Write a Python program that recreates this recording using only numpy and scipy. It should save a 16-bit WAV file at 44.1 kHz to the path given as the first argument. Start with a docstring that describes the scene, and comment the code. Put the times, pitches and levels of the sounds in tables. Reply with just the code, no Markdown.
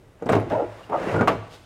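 """A folded camping chair is worked out of a plastic pod on a van's raised tailgate, in a quiet workshop.
First the seat fabric hisses, the chair knocks loose, fittings tick and the tailgate booms from the shove.
Stick-slip friction then makes the pod judder in two pulls, with a nudge and a swish of sleeves between.
Next the tube frame drags over the pod's lip, squeaks and clanks as it comes free.
Last come a very faint, thin whistle and a rustle of sleeves, while the hall's reverberation dies away."""
import sys
import numpy as np
from scipy import signal
from scipy.io import wavfile
from scipy.ndimage import uniform_filter1d

SR = 44100
rng = np.random.default_rng(int(sys.argv[2]) if len(sys.argv) > 2 else 0)


def persist_wave(psi):
    """Save psi, clipped to +-1, as 16-bit WAV."""
    counts = np.round(np.clip(psi, -1, 1) * 32767).astype(np.int16)
    wavfile.write(sys.argv[1], SR, np.atleast_2d(counts).T)


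N = 72765
T = np.arange(N) / SR
EDGES = np.geomspace(24, 17000, 23)  # band edges [Hz]
CENTRES = np.sqrt(EDGES[1:] * EDGES[:-1])


def from_db(db):
    """Amplitude grows tenfold for every 20 dB."""
    return 10 ** (np.asarray(db) / 20)


def rms_one(x):
    """Division by the RMS value gives unit power."""
    return x / np.sqrt(np.mean(x ** 2) + 1e-20)


def at_hz(points, hz, column=1):
    """Interpolation of a table column on a log-frequency axis."""
    points = np.array(points)
    return np.interp(np.log(hz), np.log(points[:, 0]), points[:, column])


def level(points, fade_s=0.014):
    """Amplitude envelope along a decibel curve, fading to silence outside it."""
    s, db = np.transpose(points)
    gate = np.interp(T, [s[0] - fade_s, s[0], s[-1], s[-1] + fade_s], [0, 1, 1, 0])
    return from_db(np.interp(T, s, db)) * gate


def bands(pair):
    """A filter bank splits two uncorrelated signals into alternating bands of unit power."""
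    filters = [signal.butter(2, edges, "band", fs=SR, output="sos") for edges in zip(EDGES, EDGES[1:])]
    return np.array([rms_one(signal.sosfilt(sos, pair[k % 2])[-N:]) for k, sos in enumerate(filters)])


def noise_bands():
    """Band-limited Gaussian noise, one row a band."""
    return bands(rng.standard_normal((2, N + SR // 4)))


def band_gains(spectrum):
    """Band power is spectral density times bandwidth; the gains give unit total power."""
    gains = from_db(at_hz(spectrum, CENTRES)) * np.sqrt(np.diff(EDGES))
    return gains / np.linalg.norm(gains)


def clicks_at(s, gains):
    """Ideal impacts: impulses one sample long."""
    return np.bincount((np.abs(s) * SR).astype(int), gains, N)[:N]


def ring(clicks, hz, t60):
    """A damped mode answers each impulse with a decaying sine of that height."""
    r, w = from_db(-60 / (max(t60, 1e-3) * SR)), 2 * np.pi * hz / SR
    return signal.lfilter([0, np.sin(w)], [1, -2 * r * np.cos(w), r * r], clicks + 1e-18)


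def dying(power, t60):
    """Stored energy decays exponentially after each impulse."""
    return signal.lfilter([1], [1, -np.exp(-2 * np.log(1000) / (t60 * SR))], power + 1e-18)


def resonate(x, hz, width_hz):
    """A driven resonator with unit gain at its peak."""
    r, w = np.exp(-np.pi * width_hz / SR), 2 * np.pi * hz / SR
    return signal.lfilter(np.array([1, 0, -1]) * (1 - r * r) / 2, [1, -2 * r * np.cos(w), r * r], x + 1e-18)


def gliding(x, hz, width_hz):
    """A driven resonator with a moving natural frequency and unit peak gain."""
    turn = np.exp(2j * np.pi * np.cumsum(hz) / SR)
    r = np.exp(-np.pi * width_hz / SR)
    return 2 * np.real(turn * signal.lfilter([1 - r], [1, -r], x / turn + 1e-18))


def wobble(size):
    """Noise averaged twice over `size` samples fluctuates smoothly, with unit power."""
    return rms_one(uniform_filter1d(uniform_filter1d(rng.standard_normal(N), size), size))


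def air():
    """Ambient noise: the workshop's steady background, strongest in the bass."""
    # (frequency [Hz], relative spectral density [dB])
    spectrum = [(30, -0.5), (60, -7), (105, -1), (180, -12.5), (420, -10.5), (900, -22), (2000, -27.5),
                (4500, -38.5), (9000, -41), (15000, -50)]
    return from_db(-50.5) * (band_gains(spectrum) @ noise_bands())


def tailgate():
    """Panel vibration: two low modes of the thin tailgate skin swell and decay after each shove."""
    # shoves: (time [s], peak level [dB])
    booms = [(.01, -50), (0.314, -20.5), (0.491, -35), (.655, -39), (1.11, -27.5), (1.335, -33)]
    swell_s, fall_s = 0.049, 0.045
    mode_hz, overtone_hz, overtone_db = 106.7, 154.6, -24
    envelope = 0
    for s, db in booms:
        age = np.maximum(T - s, 0)
        swell = (1 - np.exp(-(age / swell_s) ** 2)) * np.exp(-age / fall_s)
        envelope += from_db(db) * swell / swell.max()
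    overtone = from_db(overtone_db) * np.sin(2 * np.pi * overtone_hz * T)
    return envelope * (np.sin(2 * np.pi * mode_hz * T) + overtone)


def cloth(spectrum, rough_db):
    """Friction noise of woven threads; random amplitude modulation gives it a fine grain."""
    grain = rms_one(uniform_filter1d(rng.standard_normal(N), size=90))
    return rms_one((band_gains(spectrum) @ noise_bands()) * from_db(rough_db * grain))


def seat():
    """Sliding friction: the seat fabric hisses over the pod."""
    # envelope of the slide: (time [s], level [dB])
    slide = [(.2, -57.5), (.48, -48), (.52, -39.5), (.66, -48), (.89, -51), (.95, -40), (1.04, -34.5),
             (1.13, -32), (1.2, -39.5), (1.27, -47), (1.48, -51)]
    # hiss: (frequency [Hz], relative spectral density [dB])
    spectrum = [(400, 5), (900, 6), (1500, 2.5), (2200, 0.5), (3200, -12.5), (4800, -17.5), (8000, -22.5),
                (11000, -38), (15000, -35)]
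    return level(slide) * cloth(spectrum, rough_db=1.0)


def knocks():
    """Impact excitation: a knock cracks and rings the pod's dense modes, the struck spot and the frame."""
    # chair on pod: (time [s], level [dB], bass offset [dB], treble offset [dB], frame offset [dB],
    # note of the struck spot [Hz], note offset [dB])
    impacts = [(0.213, -41, 3, -18, -22, 330, 0), (0.2234, -30, 0, -27, -12, 475, 8),
               (0.26, -28, -2, -29, -26, 244, 7.5), (0.266, -30, 8, -1.5, -17, 373, 6.5),
               (0.290, -17, -6, 0, -24, 760, -4), (0.298, -23, 7, -30, -3, 466, 11),
               (0.315, -22, 11, -6, -27, 251, 5.5), (0.3235, -26, 0, 12.5, -3, 450, 1),
               (0.331, -20, -6, 1.5, -21, 422, 9), (0.352, -26, 6, 4.5, -5, 380, 7),
               (0.364, -17.5, -7, -15, -22, 295, 6.5), (0.383, -26, -5, -20, -14, 401, 8),
               (0.398, -29.5, 2, -8, -16, 680, 1.5), (0.417, -30, 0, -7, -10, 484, 3),
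               (0.466, -38, 7, -14, -8, 349, 11), (0.499, -43.5, 11, 17, -4.5, 473, 2),
               (0.517, -29, 13, -6, -18, 594, 7), (0.642, -37.5, -11, -22, -3, 354, 14),
               (0.897, -33, 3.5, -11, -13, 423, 4), (1.072, -23.5, 4.5, -37, -7, 368, 4.5),
               (1.1425, -19, 2, -19, -5, 151, 0), (1.174, -31.5, 19, -22, -22, 160, 10),
               (1.19, -29.5, 13, -10, -22, 292, 8.5), (1.2093, -18, 3, -6, -2.5, 216, -2),
               (1.218, -23, 3, -23, -15, 162, 8.5), (1.227, -31, 13, -13, 1, 536, 3),
               (1.2746, -19.5, -20, 9, -19, 1314, 3), (1.28, -19.5, 3, 6, -3, 1158, 10),
               (1.286, -25, -10, 9.5, -5, 564, 4), (1.302, -23.5, 0, -28, -2, 649, 5),
               (1.32, -26, -6, -7, -7, 415.5, 8)]
    # the pod's dense modes: (frequency [Hz], relative spectral density [dB])
    pod_spectrum = [(35, -15), (70, -25.5), (140, -3), (330, -0.5), (650, 0), (1050, -6), (1600, -14),
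                    (2700, -20.5), (4200, -38.5), (7500, -44), (15000, -51)]
    # their damping: (frequency [Hz], t60 [s])
    pod_t60 = [(60, 0.29), (350, 0.22), (1500, 0.16), (5000, 0.14), (14000, 0.036)]
    # attack, slower in the bass: (frequency [Hz], rise time [s])
    rise_times = [(100, 0.0059), (1000, 0.0011), (6000, 0.0008)]
    # modes of the tube frame: (frequency [Hz], relative level [dB], t60 [s])
    frame_modes = [(347.8, -7.5, 0.33), (467.4, -2.5, 0.43), (678, 2.5, 0.071), (964, -4, 0.18),
                   (1135, -8, 0.094), (1252, -1, 0.11), (1426, -3, 0.12), (1944, -6.5, 0.055),
                   (2277, -13, 0.19), (2410, -23, 0.11)]
    bass_hz, middle_hz, treble_hz = 120, 520, 3700
    crack_db, crack_t60_s, frame_db = 4.5, 0.017, -4.5
    s, db, bass_db, treble_db, ring_db, note_hz, note_db = np.transpose(impacts)
    out = 0
    for hz, noise, gain in zip(CENTRES, noise_bands(), band_gains(pod_spectrum)):
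        bass = at_hz([(bass_hz, 1), (middle_hz, 0)], hz)
        treble = at_hz([(middle_hz, 0), (treble_hz, 1)], hz)
        blows = clicks_at(s, from_db(db + bass * bass_db + treble * treble_db) ** 2)
        crack = from_db(crack_db) ** 2 * dying(blows, crack_t60_s)
        power = dying(blows, at_hz(pod_t60, hz)) + crack
        rise = np.exp(-1 / (at_hz(rise_times, hz) * SR))
        out += gain * noise * np.sqrt(signal.lfilter([1 - rise], [1, -rise], power))
    for start, hit_db, hz in zip(s, db + note_db, note_hz):
        out += ring(clicks_at([start], [from_db(hit_db)]), hz, t60=0.086)
    for hz, mode_db, t60 in frame_modes:
        strengths = from_db(frame_db + db + ring_db + mode_db + rng.normal(0, 1.5, len(s)))
        out += ring(clicks_at(s, strengths), hz, t60) * rng.choice([-1, 1])
    return out


def ticks():
    """Resonant filtering: each brief scratch excites one broad resonance of a small hard fitting."""
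    # (time [s], level [dB], resonance [Hz])
    scratches = [(.224, -56, 6450), (0.258, -50, 5400), (0.264, -54, 8000), (0.295, -39, 7900),
                 (0.3206, -44, 6200), (0.328, -42, 5500), (0.351, -43.5, 6100), (.399, -55.5, 10900),
                 (0.498, -52, 5540), (.897, -48, 905), (0.896, -58.5, 1990), (1.163, -51.5, 7600),
                 (1.21, -43.5, 6730), (1.279, -31, 4480)]
    width_hz, t60_s = 800, 0.046
    make_up = np.sqrt(SR / (np.pi * width_hz))  # restores the power lost in filtering
    out = 0
    for s, db, hz in scratches:
        envelope = (T >= s) * from_db(-60 * np.clip((T - s) / t60_s, 0, 3))
        out += from_db(db) * make_up * resonate(rng.standard_normal(N) * envelope, hz, width_hz)
    return out


def stick_slip(force, spot):
    """Stick-slip friction: uneven slips and grit drive the pod wall into a hollow, rising groan."""
    slips_per_s, jitter, spread_db, grit = 180, 0.42, 3, 0.64
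    flat_share, settle_s, handover_db_per_s, dull_hz = 0.13, 0.017, 172, 1710
    gap_draws, size_draws = rng.standard_normal((900, 2)).T
    slip_times = np.cumsum(np.exp(jitter * gap_draws)) / slips_per_s
    slips = clicks_at(slip_times, from_db(spread_db * np.tanh(size_draws)))
    drive = rms_one(rms_one(slips) + grit * rng.standard_normal(N)) * level(force)
    # the resonances start flat and rise as the contact is loaded
    bend = 1 - flat_share * np.exp(-np.maximum(T - force[0][0], 0) / settle_s)
    hz, width, db, peak_s = np.transpose(spot)
    # each fades as the contact slides away from it; together they keep the drive's power
    shares = from_db(db[:, None] - handover_db_per_s * np.abs(T - peak_s[:, None]))
    shares /= np.sqrt(np.pi * width / SR @ shares ** 2)
    wall = sum((-1) ** k * gliding(drive * share, hz[k] * bend, width[k])
               for k, share in enumerate(shares))
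    return signal.sosfilt(signal.butter(2, dull_hz, fs=SR, output="sos"), wall)


def judders():
    """The contact point selects the modes: two pulls and a nudge between each rub a different spot."""
    # friction force: (time [s], level [dB])
    first_pull = [(.51, -21.5), (.522, -18), (.565, -18), (.585, -24), (.60, -19.5), (.638, -26.5),
                  (.655, -43)]
    nudge = [(.80, -41), (.82, -46)]
    second_pull = [(.9, -36.5), (.92, -23.5), (.94, -19), (.956, -15.5), (.968, -29), (.985, -40)]
    # wall resonances: (frequency [Hz], bandwidth [Hz], weight [dB], time of greatest weight [s])
    first_spot = [(303, 27.6, -4, 0.609), (477.2, 20.8, 3, 0.602), (491, 45, 3, 0.526),
                  (546, 58, 0.5, 0.587), (633, 47, 3, 0.522), (677.4, 31, -2.5, .6), (860, 80, -7, .585),
                  (970, 80, -8, .535), (1380, 85, -18.5, 0.595)]
    nudge_spot = [(569, 40, 6, .803), (1100, 630, -5, .815)]
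    second_spot = [(327, 42, -1, 0.89), (459, 36, -2, .92), (576, 55, -1, .94), (669, 50, 5, .968),
                   (912, 120, -3, 0.93), (1220, 55, -4, .938), (1350, 60, -11, 0.93)]
    return (stick_slip(first_pull, first_spot) + stick_slip(nudge, nudge_spot)
            + stick_slip(second_pull, second_spot))


def squeaks_and_whistle():
    """Friction-induced oscillation: the tube chirps on the plastic five times.
    Later a very faint, thin 8 kHz whistle sounds."""
    # rough, slightly rising tones: (time [s], duration [s], level [dB], frequency [Hz])
    tones = [(0.831, 0.015, -50, 2800), (1.072, 0.025, -41, 2756), (1.155, 0.019, -28.5, 1422),
             (1.186, .027, -26.5, 1407), (1.212, 0.024, -26, 1500), (1.422, .09, -72, 8100)]
    rise_hz_per_s, waver_hz, rough_db = 970, 24.27, 7
    out = 0
    for s, length, db, hz in tones:
        progress = np.clip((T - s) / length, 0, 1)
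        pitch = hz + rise_hz_per_s * length * (progress - 0.5) + waver_hz * wobble(size=150)
        roughness = from_db(rough_db * np.tanh(wobble(size=110)))
        tone = rms_one(np.sin(2 * np.pi * np.cumsum(pitch) / SR) * roughness)
        envelope = from_db(db) * np.sqrt(np.abs(np.sin(np.pi * progress)))
        out += resonate(envelope * tone, hz, width_hz=440)
    return out


def drag():
    """Shot noise: dense little catches rumble through the pod as the frame slides over its lip."""
    # envelope of the slide: (time [s], level [dB])
    slide = [(.97, -32), (1.01, -29.5), (1.06, -30.5), (1.10, -29.5), (1.15, -25.5), (1.22, -25),
             (1.25, -31), (1.275, -41.5)]
    # rumble: (frequency [Hz], relative spectral density [dB])
    spectrum = [(30, -26), (60, -22.5), (130, 2), (250, -1.5), (520, 8), (750, -1), (1050, -8),
                (1500, -5.5), (2500, -44), (5000, -71)]
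    catches_per_s = 590
    catches = (rng.random((2, N)) < catches_per_s / SR) * rng.choice([-1, 1], (2, N))
    strengths = from_db(np.minimum(rng.exponential(1, (2, N)), 4))
    return level(slide) * (band_gains(spectrum) @ bands(catches * strengths + 1e-18))


def sleeves():
    """Friction noise: the jacket sleeves swish in bell-shaped swells."""
    # (time of peak [s], half duration [s], level [dB])
    swishes = [(0.77, 0.097, -57), (0.848, 0.02, -65.5), (1.539, 0.029, -50.5), (1.59, 0.11, -58.5)]
    # rustle: (frequency [Hz], relative spectral density [dB])
    spectrum = [(1000, 2), (2200, -2), (3600, 1), (5500, -8.5), (8000, -12.5), (15000, -26)]
    envelope = sum(from_db(db) / (1 + ((T - s) / half) ** 4) for s, half, db in swishes)
    return envelope * cloth(spectrum, rough_db=1.7)


def hall(x):
    """Reverberation: a diffuse field builds up, then decays exponentially at each band's own rate."""
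    # (frequency [Hz], reverberant level [dB], t60 [s])
    reverb = [(59, 2, 0.67), (197, -13.5, 0.38), (497, -13, 0.61), (1450, -17, 0.74), (4030, -11.5, 0.71),
              (12000, -9.5, 0.17)]
    build_s = 0.016
    t60 = at_hz(reverb, CENTRES, column=2)[:, None]
    tails = noise_bands() * np.exp(-np.log(1000) * T / t60) * (1 - np.exp(-T / build_s))
    gains = from_db(at_hz(reverb, CENTRES)) * np.sqrt(2 * np.diff(EDGES) / SR)
    gains /= np.linalg.norm(tails, axis=1)
    return signal.fftconvolve(x, gains @ tails)[:N]


def scene():
    """Superposition of the direct sounds, their reverberation, the tailgate and the air, in mono."""
    direct = knocks() + judders() + drag() + squeaks_and_whistle() + seat() + sleeves() + ticks()
    return (direct + hall(direct) + tailgate() + air())[None]


def record(dry):
    """Band limiting: the microphone sheds the lowest rumble, and a steep low-pass cuts the top."""
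    low_cut_hz, high_cut_hz = 44, 15850
    dry = signal.sosfilt(signal.butter(2, low_cut_hz, "high", fs=SR, output="sos"), dry)
    return signal.sosfilt(signal.ellip(12, 0.1, 80, high_cut_hz, fs=SR, output="sos"), dry)


dry = scene()
out = record(dry)
persist_wave(out)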